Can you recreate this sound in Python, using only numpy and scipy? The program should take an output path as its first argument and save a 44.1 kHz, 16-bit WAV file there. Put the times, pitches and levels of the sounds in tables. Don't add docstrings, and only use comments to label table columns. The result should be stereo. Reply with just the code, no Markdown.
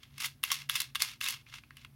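import sys
import numpy as np
from scipy import signal
from scipy.fft import rfft, irfft
from scipy.io import wavfile

SR = 44100
rng = np.random.default_rng(int(sys.argv[2]) if len(sys.argv) > 2 else 0)


def dump_mix(stems):
    frames = np.atleast_2d(stems).T
    limited = np.clip(frames, -1, 1)
    pcm = np.round(limited * 32767).astype(np.int16)
    wavfile.write(sys.argv[1], SR, pcm)


N = 85995
TIME, FREQS = np.arange(N) / SR, np.fft.rfftfreq(N, 1 / SR)


def amp(db):
    return 10 ** (np.asarray(db) / 20)


def unit_rms(x):
    return x / np.sqrt(np.mean(x ** 2) + 1e-20)


def curve_at(points, hz):
    f, value = np.transpose(points)
    return np.interp(np.log(hz + 1), np.log(f + 1), value)


def drift(hz):
    return unit_rms(irfft(rfft(rng.standard_normal(N)) / (1 + (FREQS / hz) ** 4), N))


def treble(hz, corner_hz=6000):
    return 1 / (1 + (corner_hz / (hz + 1)) ** 3)


BODY_FREQS = abs(np.fft.fftfreq(2048, 1 / SR))
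def through_plastic(x, eq_db):
    log_gain = np.log(amp(eq_db))
    impulse = np.fft.ifft(np.exp(np.conj(signal.hilbert(log_gain)))).real
    return signal.fftconvolve(x, impulse[None] / np.linalg.norm(impulse), axes=1)


def clicks(cues, eq, gain_db=0, attack_s=0.000082, ring_octaves=0.09):
    track, t = np.zeros((2, N)), TIME[:2048]
    for start_s, level_db, treble_db, decay_s, ring_hz, ring_db in cues:
        envelope = (1 - np.exp(-t / attack_s)) * np.exp(-t / decay_s)
        chatter = rng.standard_normal((2, len(t))) * envelope
        for _ in range(2):
            flat = irfft(np.exp(1j * np.angle(rfft(chatter))))
            chatter = flat * np.minimum(envelope * 2, 1)
        chatter *= np.linalg.norm(envelope) / np.linalg.norm(chatter, axis=1, keepdims=True)
        peak_db = ring_db / (1 + (np.log2((BODY_FREQS + 1) / ring_hz) / ring_octaves) ** 2)
        eq_db = curve_at(eq, BODY_FREQS) + treble_db * treble(BODY_FREQS) + peak_db
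        click = amp(level_db + gain_db) * through_plastic(chatter, eq_db)
        start = round(start_s * SR)
        track[:, start:start + click.shape[1]] += click[:, :N - start]
    return track


# f/Hz, relative level/dB
ROOM_TONE_EQ = [(28, -22), (48, 1.5), (100, 1), (130, 7.5), (165, -13.5), (230, -4.5), (330, -17),
                (480, -26), (2400, -23), (6000, -31), (7200, -36), (11000, -26), (16000, -30)]
def room_tone(gain_db=-58):
    noise = irfft(rfft(rng.standard_normal((2, N))) * amp(curve_at(ROOM_TONE_EQ, FREQS)), N)
    return stereo_image(amp(gain_db) * unit_rms(noise))


# t/s, relative level/dB
HUM_FADER = [(.04, -13), (.14, 6), (.46, -6.5), (.65, 7), (.85, -3), (.95, 6), (1.15, -21.5), (1.4, 0.5),
             (1.75, -8), (1.9, 3)]
def hum(pitch_hz=138.3, gain_db=-59.5, waver_hz=1.2, waver_db=1.2):
    cycles = np.cumsum(pitch_hz + waver_hz * drift(hz=5.1)) / SR
    level_db = np.interp(TIME, *np.transpose(HUM_FADER)) + waver_db * drift(hz=19)
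    return amp(gain_db + level_db) * np.sin(2 * np.pi * cycles) * amp([[-2], [0]])


# t/s, relative level/dB
RASP_ENVELOPES = [
    [(.0, -64), (.035, -56), (.10, -69.5), (.16, -57.5), (.198, -46.5), (.21, -38.5), (.26, -31),
     (.275, -45), (.34, -67)],
    [(.431, -39.5), (.446, -36), (.475, -42.5), (.50, -39), (.52, -29.5), (.57, -39), (.62, -44),
     (.67, -60)],
    [(.690, -38.5), (.705, -34), (.735, -40), (.76, -31.5), (.79, -35.5), (.82, -36), (.845, -44.5),
     (.91, -62.5)],
    [(.949, -37.5), (.962, -33), (.98, -55.5), (1.005, -36.5), (1.022, -28.5), (1.05, -36.5),
     (1.135, -46.5), (1.175, -62)],
    [(1.206, -41.5), (1.218, -36), (1.26, -34), (1.315, -34), (1.425, -63.5)],
    [(1.46, -61), (1.49, -52), (1.515, -55.5), (1.545, -44.5), (1.58, -48.5), (1.615, -69), (1.73, -75),
     (1.78, -54.5), (1.83, -56), (1.88, -72.5)],
]
# f/Hz, relative level/dB
RASP_EQ = [(550, -28), (800, -19), (1100, -5.5), (1500, -7), (2200, -2), (3400, -1), (5600, -4),
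           (8000, -12), (10500, -9), (13000, -13), (16000, -18.5)]
def tile_rasp(grains_per_s=9000, spread_db=1.44, judder_db=2.5, gain_db=-1.5):
    slides = [np.interp(TIME, *np.transpose(points), left=-100, right=-100) for points in RASP_ENVELOPES]
    level_db = np.max(slides, axis=0)
    slips = rng.random(N) < grains_per_s / SR
    slip_db = spread_db * np.minimum(rng.exponential(1, N), 4) + judder_db * drift(hz=135)
    grains = unit_rms(slips * amp(slip_db) * rng.choice([-1., 1.], (2, N)))
    rasp = through_plastic(grains * amp(level_db + gain_db), curve_at(RASP_EQ, BODY_FREQS))[:, :N]
    fizz = irfft(rfft(rasp) * treble(FREQS), N)
    fizz_db = 0.53 * (level_db + 41)
    return rasp + fizz * (amp(fizz_db) - 1)


# t/s, level/dB, treble/dB, decay/s, ring f/Hz, ring boost/dB
KNOCK_CUES = [(.031, -44, -13.5, 0.007, 3220, 7), (.1802, -35.5, -3, 0.0054, 3570, -4),
              (.2018, -31, -2, 0.014, 2700, -1), (.225, -30, -40, 0.0029, 2820, -18),
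              (.2425, -30.5, -33, 0.0079, 2160, 4.5), (.256, -29, 9, 0.013, 2700, -6),
              (.503, -30, -37, 0.0089, 3170, 15), (.5163, -18, 4, 0.0038, 1110, 15.5),
              (.5175, -12.5, 3, 0.0022, 5630, 21.5), (.753, -28.5, -8, 0.0035, 3250, -21),
              (.7563, -17.5, 2, 0.0014, 3500, 16), (.7605, -22, 1, .004, 5100, 11),
              (.8022, -19.5, 7, 0.0069, 4100, 12.5), (.817, -22, 4.5, 0.0031, 3650, 12),
              (1.0032, -23, -7.5, 0.0025, 3600, 11), (1.0101, -27, -19, 0.0018, 3350, 16),
              (1.0204, -13, 5, 0.0033, 4400, 5), (1.2408, -24, 8, 0.0043, 3800, 17),
              (1.2545, -32, -20, 0.0015, 2760, 17), (1.262, -28, -6, 0.0038, 3680, 8),
              (1.2695, -28, -21, 0.0028, 2630, 15), (1.2852, -21.5, 5.5, 0.0049, 2840, 8),
              (1.3063, -21, 26, 0.002, 2720, -12), (1.4645, -48, -47, 0.008, 2430, 18),
              (1.5252, -43.5, -38, 0.0035, 2840, 0), (1.539, -37.5, -19, 0.0063, 2700, 3),
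              (1.584, -43, -18, 0.0058, 1990, -1)]
# f/Hz, relative level/dB
KNOCK_EQ = [(250, -23), (550, -35.5), (800, -20), (1100, -5.5), (1600, -5), (2800, -3.5), (4500, -3),
            (8000, -7.5), (10000, -4), (13000, -7.5), (16500, -15.5)]
def tile_knocks():
    return clicks(KNOCK_CUES, KNOCK_EQ, gain_db=-0.5)


# t/s, level/dB, treble/dB, decay/s, ring f/Hz, ring boost/dB
SNAP_CUES = [(.4375, -13.5, 6, 0.002, 2680, 5.5), (.697, -12, 2, 0.0012, 3570, 3),
             (.9552, -17, -6.5, 0.0016, 3460, 5), (1.2118, -24, -4, 0.0024, 2750, 10)]
# f/Hz, relative level/dB
SNAP_EQ = [(150, -41), (860, -27), (1130, -2), (1800, -9), (2130, -5.5), (2400, -11.5), (2750, -4.5),
           (3650, -2.5), (4400, -14), (5400, -17.5), (8200, -26.5), (10100, -3.5), (11000, -12.5),
           (12100, -6), (16500, -22.5)]
def gear_snaps():
    return clicks(SNAP_CUES, SNAP_EQ)


# t/s, level/dB, treble/dB, decay/s, ring f/Hz, ring boost/dB
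TAP_CUES = [(1.6362, -49, -10, 0.0051, 2500, 15.5), (1.7068, -39, -19, 0.0026, 1890, 12),
            (1.769, -41.5, 12, 0.0039, 2960, 18.5), (1.8476, -42, -4, 0.0047, 2600, 5)]
# f/Hz, relative level/dB
TAP_EQ = [(150, -32), (750, -22), (1050, 3), (2100, 4), (3400, 0), (4200, -2), (7000, -12), (10500, -5.5),
          (16000, -20)]
def settling_taps():
    return clicks(TAP_CUES, TAP_EQ, gain_db=2)


# f/Hz, relative level/dB, t60/s
CASE_MODES = [(1636, -22, 0.116), (2114, -10, 0.017), (2667, -9.5, 0.016), (2796, -17.5, 0.083),
              (3323, -13.5, 0.039), (3522, -17.5, 0.029), (4416, -19.5, 0.08)]
def hollow_case(x, send=0.4):
    t, ring = TIME[:8192], 0
    for hz, db, t60 in CASE_MODES:
        mode = np.exp(-np.log(1000) * t / t60) * np.cos(2 * np.pi * hz * t)
        ring += amp(db) * mode / np.linalg.norm(mode)
    return x + send * signal.fftconvolve(x, ring[None], axes=1)[:, :N]


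# f/Hz, level/dB
LEFT_EQ = [(60, -12), (160, -3.5), (700, -0.5), (1200, -4.5), (2000, -5.5), (3300, -3), (5500, -1),
           (7000, -2), (9000, -18.5), (15000, -4.5)]
# f/Hz, coherence (0 to 1)
COHERENCE = [(100, 0.62), (1200, 0.57), (3000, 0.18), (14000, .2)]
def stereo_image(pair, left_lag_s=0.00011):
    side, right = rfft(pair)
    shared = curve_at(COHERENCE, FREQS)
    left = shared * right + np.sqrt(1 - shared ** 2) * side
    left *= amp(curve_at(LEFT_EQ, FREQS)) * np.exp(-2j * np.pi * FREQS * left_lag_s)
    return irfft(np.array([left, right]), N)


def small_room(x, wet_db=-13, first_echo_s=0.0015):
    hz, t, spectrum = signal.stft(rng.standard_normal((2, 16384)), SR, nperseg=256)
    t60 = curve_at([(300, 0.18), (1500, 0.12), (4000, 0.2), (13000, 0.18)], hz)
    tail = signal.istft(spectrum * np.exp(-np.log(1000) * t / t60[:, None]), SR, nperseg=256)[1]
    tail *= np.arange(tail.shape[1]) > first_echo_s * SR
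    return x + amp(wet_db) * signal.fftconvolve(x, tail / np.linalg.norm(tail[0]), axes=1)[:, :N]


def scene():
    contacts = gear_snaps() + tile_knocks() + settling_taps() + tile_rasp()
    puzzle = stereo_image(hollow_case(contacts))
    return small_room(puzzle) + room_tone() + hum()


def record(dry, cutoff_hz=16200):
    lowpass = signal.firwin(255, cutoff_hz, window=("kaiser", 8), fs=SR)
    return signal.oaconvolve(dry, lowpass[None], "same")


dry = scene()
out = record(dry)
dump_mix(out)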